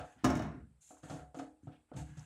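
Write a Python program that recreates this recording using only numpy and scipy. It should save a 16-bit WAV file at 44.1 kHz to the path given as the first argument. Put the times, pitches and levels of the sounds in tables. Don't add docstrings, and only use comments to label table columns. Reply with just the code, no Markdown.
import sys
import numpy as np
from scipy import signal
from scipy.fft import rfft, irfft
from scipy.io import wavfile
from scipy.ndimage import uniform_filter1d

SR = 44100
rng = np.random.default_rng(int(sys.argv[2]) if len(sys.argv) > 2 else 0)


def put_to_file(sound):
    columns = np.atleast_2d(sound).T
    safe = np.clip(columns, -1, 1)
    whole_steps = np.round(safe * 32767)
    wavfile.write(sys.argv[1], SR, whole_steps.astype(np.int16))


N = 99225

REGISTER_HZ = [70, 150, 280, 650, 1500, 6500]
# start_s, boom_db, thump_db, body_db, ring_db, clank_db, tick_db
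CAP_KNOCKS = [ (.1600, -76.5, -72.5, -65, -83, -79.5, -93), (.2370, -53, -37, -35.5, -61, -67, -70),
              (.2432, -51.5, -48, -27.5, -33.5, -36, -48.5), (.2474, -35.5, -36, -36, -49.5, -44.5, -46.5),
              (.3010, -39.5, -43.5, -45, -36, -46, -57), (.3530, -64, -46, -37.5, -56, -52.5, -59.5),
              (.3690, -43.5, -55.5, -61, -52, -85, -62), (.3930, -46, -84, -53, -40, -49.5, -65),
              (.4210, -53, -41.5, -44, -74.5, -50, -64.5), (.4650, -57.5, -51.5, -70, -65, -97, -77),
              (.5450, -57, -60.5, -48.5, -78, -88, -97), (.6000, -53.5, -63, -58.5, -103, -68, -100)]
# start_s, boom_db, thump_db, body_db, ring_db, clank_db, tick_db
FINGER_KNOCKS = [ (-.004, -52.5, -52, -53.5, -45.5, -49.5, -59), (.907, -99, -77, -57.5, -58, -65.5, -80),
                 (1.033, -60, -52, -51, -56.5, -63, -64), (1.098, -83, -48.5, -80, -47.5, -58, -56.5),
                 (1.106, -60, -46.5, -45, -47.5, -57.5, -58), (1.138, -65, -49.5, -50, -59, -66, -58),
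                 (1.195, -51, -81, -52.5, -59, -61, -78), (1.224, -62, -58, -69, -64, -71, -92),
                 (1.345, -75, -54.5, -55.5, -49, -58.5, -63), (1.370, -68, -64, -40.5, -86, -89, -72),
                 (1.388, -69, -62, -48.5, -87, -52.5, -59.5), (1.395, -68.5, -60, -43, -46.5, -56.5, -65.5),
                 (1.632, -62.5, -57, -58, -95, -76, -94), (1.671, -60, -49, -50.5, -57.5, -63.5, -80.5),
                 (1.916, -82.5, -92, -48.5, -61.5, -63, -95), (1.936, -58, -46.5, -51.5, -61.5, -62, -72.5),
                 (1.965, -42, -43, -49, -59, -59.5, -54), (1.994, -51, -45.5, -91, -61.5, -62, -63),
                 (2.013, -54, -49, -61, -87, -68, -72), (2.0875, -74, -43.5, -63, -83, -77, -97),
                 (2.171, -56.5, -44.5, -63.5, -67.5, -68, -63)]
# pitch_hz, level_db, t60_s
CAP_MODES = [(68.5, -1, 0.54), (121.9, 1, 0.36), (152.6, -6.5, 0.72), (217.1, -8.5, 0.56),
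             (261.1, -1, 0.46), (313.4, -12.5, 1), (362.5, -19, 0.35), (614.5, -6, 0.28), (708, -17, 0.59),
             (987, -20, 0.16), (1037, -8, 0.33), (1217, -8.5, 0.13), (1405, -15, 0.82), (1686, -8.5, 0.19),
             (2950, -8, 0.37), (3744, -12, 0.25)]
# pitch_hz, level_db, t60_s
TANK_MODES = [(67.6, -4.5, 0.43), (152.4, -1, 0.26), (234, -14.5, 0.5), (273.1, -1.5, 0.29),
              (307.4, -6, 0.43), (406, -14, 0.32), (470.4, -11.5, 0.39), (505.6, -7, 0.32),
              (625, -7.5, 0.22), (730.4, -3, 0.38), (759.4, -12, 0.3), (835, -16, 0.67), (872, -13, .3),
              (1285, -7, 0.23), (1367, -10, 0.2)]
# pitch_hz, density_db_per_hz, t60_s
CAP_WASH = [(41.3, -44, 0.87), (68.5, -14.5, 0.33), (168, -21.5, 0.62), (356.6, -25.5, 0.39),
            (495, -36.5, 0.93), (619, -26, 0.35), (1320, -31, 0.58), (2060, -37.5, 0.61), (3270, -41, 0.39),
            (4850, -42, 0.5), (5750, -35.5, 0.26), (7900, -44, 0.38), (11900, -52, 0.19),
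            (15400, -55.5, 0.14)]
# pitch_hz, density_db_per_hz, t60_s
TANK_WASH = [(39, -41.5, 0.34), (65.5, -15.5, 0.28), (141, -17.5, 0.24), (292, -27.5, 0.11),
             (360, -47.5, 0.64), (650, -23.5, 0.26), (930, -40, 0.5), (1290, -31.5, 0.33),
             (1740, -34.5, 0.3), (1900, -39, 0.32), (3030, -38.5, 0.23), (5180, -44, 0.32),
             (7200, -39.5, 0.14), (10280, -54, 0.54), (14000, -74, 0.17)]
# start_s, level_db, pitch_hz
TICKS = [(0.2443, -38.5, 6750), (0.253, -50, 6230), (0.3033, -52, 6140), (.3535, -52, 6600),
         (0.369, -48.5, 6400), (0.393, -54, 4300), (.4265, -71, 6740), (.908, -64, 760), (.97, -59.5, 1290),
         (1.103, -58.5, 4740), (1.3927, -57.5, 5600), (1.3953, -50, 1180), (1.9175, -44.5, 560),
         (2.177, -61.5, 6200), (2.194, -56.5, 5900)]
# start_s, hold_s, hiss_db, scrape_db, scrape_pitch_hz
RUBS = [ (0.031, 0.1, -75, -69.5, 1800), (0.169, 0.077, -112, -68.5, 1710), (0.805, 0.11, -63.5, -80, 2830),
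        (0.938, 0.058, -74, -75, 760), (1.022, 0.036, -65.5, -62, 1460), (1.074, 0.058, -64, -59, 950),
        (1.159, 0.017, -68.5, -61, 1580), (1.353, 0.043, -65.5, -81, 1400), (1.621, 0.018, -80, -85, 1900),
        (1.649, 0.043, -103, -78, 4370), (1.71, 0.025, -109.5, -68, 2970), (1.878, 0.077, -101, -79, 1150),
        (1.955, 0.036, -59.5, -64, 2250), (2.055, 0.22, -76.5, -68.5, 1630), (2.17, 0.051, -71, -70, 795)]
# pitch_hz, density_db_per_hz
HISS = [(1500, -22), (3600, -14), (5700, -15.5), (6200, -1), (6700, -1), (7300, -1), (8200, -4),
        (9800, -11.5), (11900, -18), (12400, -24.5), (16000, -41)]
# pitch_hz, density_db_per_hz
SCRAPE = [(200, -23.5), (560, -8.5), (800, 6.5), (1050, 2.5), (1550, 3), (2000, -2), (3000, -4),
          (4500, -12), (6000, -16), (14000, -31)]
# time_s, pitch_hz, level_db
DRAG = [(1.95, 874, -82), (1.975, 870, -55), (2.015, 840, -62), (2.032, 697, -59), (2.05, 690, -80)]
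# pitch_hz, density_db_per_hz
AIR = [(20, -24.5), (60, 10), (140, -8.5), (300, -11), (800, -12.5), (2000, -20.5), (5000, -27),
       (6500, -30), (8000, -20.5), (10000, -27), (13000, -38), (16000, -45.5)]
# pitch_hz, density_db_per_hz
THRESHOLD = [(60, -106), (150, -100), (300, -101), (700, -102), (1100, -103), (2500, -117), (6000, -125),
             (15000, -135)]

RISE_CYCLES = 0.25
FINGER_DETUNE, DETUNE_S = 0.012, 0.04
CAP_CRACK_DB, FINGER_CRACK_DB = 11.5, 1
CRACK_S, CRACK_HZ = 0.0075, 2500
RIPPLE_DB, RIPPLE_HZ = 3, 30
FADE_START_S, FADE_HZ, FADE_S = 0.6, 205, 0.09
TICK_OCTAVES, TICK_S, TICK_CYCLES = 0.26, 0.0049, 1.3
RUB_ATTACK_S, RUB_RELEASE_S = 0.018, 0.043
RUB_GRAIN_DB, GRAIN_S = 1, 0.0077
HISS_RIPPLE_DB, HISS_RIPPLE_HZ = 3.5, 70
FOCUS_DB, FOCUS_OCTAVES = 6, 0.25
DRAG_JITTER = 0.0492
AIR_DB = -74.5
LOW_CUT_HZ, EDGE_HZ = 42, 15850
SUPPRESS_DB = -6


def knocks(rows, modes, wash, crack_db, detune=0, size=32768):
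    out, t = np.zeros(N), np.arange(size) / SR
    clusters = ripple(size, RIPPLE_DB, RIPPLE_HZ)
    for start_s, *strength_db in rows:
        add(out, start_s, knock(t, strength_db, modes, wash, clusters, crack_db, detune))
    return out


def knock(t, strength_db, modes, wash, clusters, crack_db, detune):
    out = dense_ring(t, strength_db, wash, clusters, crack_db)
    settling = DETUNE_S * (1 - np.exp(-t / DETUNE_S))
    random_detunes = detune * rng.normal(0.31, 1, len(modes))
    for (pitch_hz, level_db, t60_s), start_detune in zip(modes, random_detunes):
        level = np.sqrt(2) * amp(level_db + read(pitch_hz, REGISTER_HZ, strength_db))
        envelope = rise(t, pitch_hz) * np.exp(-np.log(1000) * t / t60_s)
        detuned_time = t + start_detune * settling
        out += level * envelope * np.sin(2 * np.pi * pitch_hz * detuned_time)
    return out


def dense_ring(t, strength_db, wash, clusters, crack_db, count=22):
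    wash_hz, wash_db, wash_t60_s = np.transpose(wash)
    hz = np.fft.rfftfreq(len(t), 1 / SR)
    colour = clusters * amp(read(hz, wash_hz, wash_db) + read(hz, REGISTER_HZ, strength_db))
    random_phase = np.exp(2j * np.pi * rng.random(len(hz)))
    spectrum = random_phase * colour * np.sqrt(len(t) * SR / 2)
    centres = np.geomspace(50, 16000, count)
    out = np.zeros(len(t))
    for centre, share in zip(centres, np.eye(count)):
        band = irfft(spectrum * read(hz, centres, share), len(t))
        treble_share = centre / (centre + CRACK_HZ)
        crack = 1 + (amp(crack_db) - 1) * np.exp(-t / CRACK_S) * treble_share
        decay = np.exp(-np.log(1000) * t / read(centre, wash_hz, wash_t60_s))
        out += band * rise(t, centre) * crack * decay
    return out


def rise(t, hz):
    return 1 - np.exp(-t * hz / RISE_CYCLES)


def fade_ring(cap):
    t, hz = np.arange(N) / SR, np.fft.rfftfreq(2 * N, 1 / SR)
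    boom = irfft(rfft(cap, 2 * N) / (1 + (hz / FADE_HZ) ** 8))[:N]
    fade = np.exp(-np.maximum(t - FADE_START_S, 0) / FADE_S)
    return boom + (cap - boom) * fade


def ticks(size=2048):
    out, t, hz = np.zeros(N), np.arange(size) / SR, np.fft.rfftfreq(size, 1 / SR)
    for start_s, level_db, pitch_hz in TICKS:
        band = bell(hz, pitch_hz, TICK_OCTAVES)
        burst = unit(irfft(band * np.exp(2j * np.pi * rng.random(len(hz)))))
        decay = np.exp(-t / (TICK_S + TICK_CYCLES / pitch_hz))
        add(out, start_s, amp(level_db) * burst * rise(t, pitch_hz) ** 2 * decay)
    return out


def rubs(size=16384):
    out, t, hz = np.zeros(N), np.arange(size) / SR, np.fft.rfftfreq(size, 1 / SR)
    for start_s, hold_s, hiss_db, scrape_db, pitch_hz in RUBS:
        hiss = noise(HISS, HISS_RIPPLE_DB, size)
        scrape = noise(SCRAPE, HISS_RIPPLE_DB, size)
        focus = amp(FOCUS_DB * bell(hz, pitch_hz, FOCUS_OCTAVES))
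        scrape = unit(irfft(rfft(scrape) * focus))
        grain = unit(uniform_filter1d(rng.standard_normal(size), max(1, round(GRAIN_S * SR))))
        slips = unit(amp(RUB_GRAIN_DB * grain))
        stroke = np.minimum(t / RUB_ATTACK_S, 1) * np.exp(-np.maximum(t - hold_s, 0) / RUB_RELEASE_S)
        add(out, start_s, stroke * slips * (amp(hiss_db) * hiss + amp(scrape_db) * scrape))
    return out


def drag():
    t, (time_s, pitch_hz, level_db) = np.arange(N) / SR, np.transpose(DRAG)
    jitter = unit(uniform_filter1d(rng.standard_normal(N), size=128))
    pitch = np.interp(t, time_s, pitch_hz) * (1 + DRAG_JITTER * jitter)
    turns = np.cumsum(pitch) / SR
    touching = (t > time_s[0]) * (t < time_s[-1])
    return np.sqrt(2) * amp(np.interp(t, time_s, level_db)) * touching * np.sin(2 * np.pi * turns)


def air():
    return amp(AIR_DB) * noise(AIR)


def noise(spectrum, ripple_db=0, size=N):
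    hz = np.fft.rfftfreq(size, 1 / SR)
    colour = amp(read(hz, *np.transpose(spectrum))) * ripple(size, ripple_db, HISS_RIPPLE_HZ)
    return unit(irfft(rfft(rng.standard_normal(size)) * colour, size))


def ripple(size, depth_db, width_hz):
    grid = np.arange(0, SR / 2, 5)
    bumps = unit(uniform_filter1d(rng.standard_normal(len(grid)), max(1, round(width_hz / grid[1]))))
    hz = np.fft.rfftfreq(size, 1 / SR)
    return unit(amp(depth_db * np.interp(hz, grid, bumps) * hz / (hz + 500)))


def bell(hz, pitch_hz, octaves):
    return np.exp(-.5 * (np.log2((hz + 1) / pitch_hz) / octaves) ** 2)


def amp(db):
    return 10 ** (np.asarray(db) / 20)


def read(hz, points_hz, values):
    return np.interp(np.log(hz + 1), np.log(np.asarray(points_hz) + 1), values)


def unit(x):
    return x / np.sqrt(np.mean(x ** 2) + 1e-20)


def add(mix, start_s, sound):
    at = round(start_s * SR)
    sound = sound[max(-at, 0):]
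    part = mix[max(at, 0):][:len(sound)]
    part += sound[:len(part)]


def scene():
    cap = fade_ring(knocks(CAP_KNOCKS, CAP_MODES, CAP_WASH, CAP_CRACK_DB))
    fingers = knocks(FINGER_KNOCKS, TANK_MODES, TANK_WASH, FINGER_CRACK_DB, FINGER_DETUNE)
    return (cap + fingers + ticks() + rubs() + drag() + air())[None]


def suppress(x, size=512):
    frames = dict(nperseg=size, noverlap=size - size // 4, scaling="psd")
    hz, _, z = signal.stft(x, SR, **frames)
    power = uniform_filter1d(2 * abs(z) ** 2, size=3, axis=-1)
    power = uniform_filter1d(power, size=3, axis=-2)
    limit = amp(read(hz, *np.transpose(THRESHOLD)))[:, None] ** 2
    z = z * amp(SUPPRESS_DB * limit / (limit + abs(power)))
    return signal.istft(z, SR, **frames)[1][:, :N]


def record(dry):
    low_cut = signal.butter(N=3, Wn=LOW_CUT_HZ, btype="high", fs=SR, output="sos")
    thin = signal.sosfilt(low_cut, dry)
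    lowpass = signal.firwin(511, EDGE_HZ, window=("kaiser", 9), fs=SR)
    return signal.oaconvolve(suppress(thin), lowpass[None], "same")


dry = scene()
out = record(dry)
put_to_file(out)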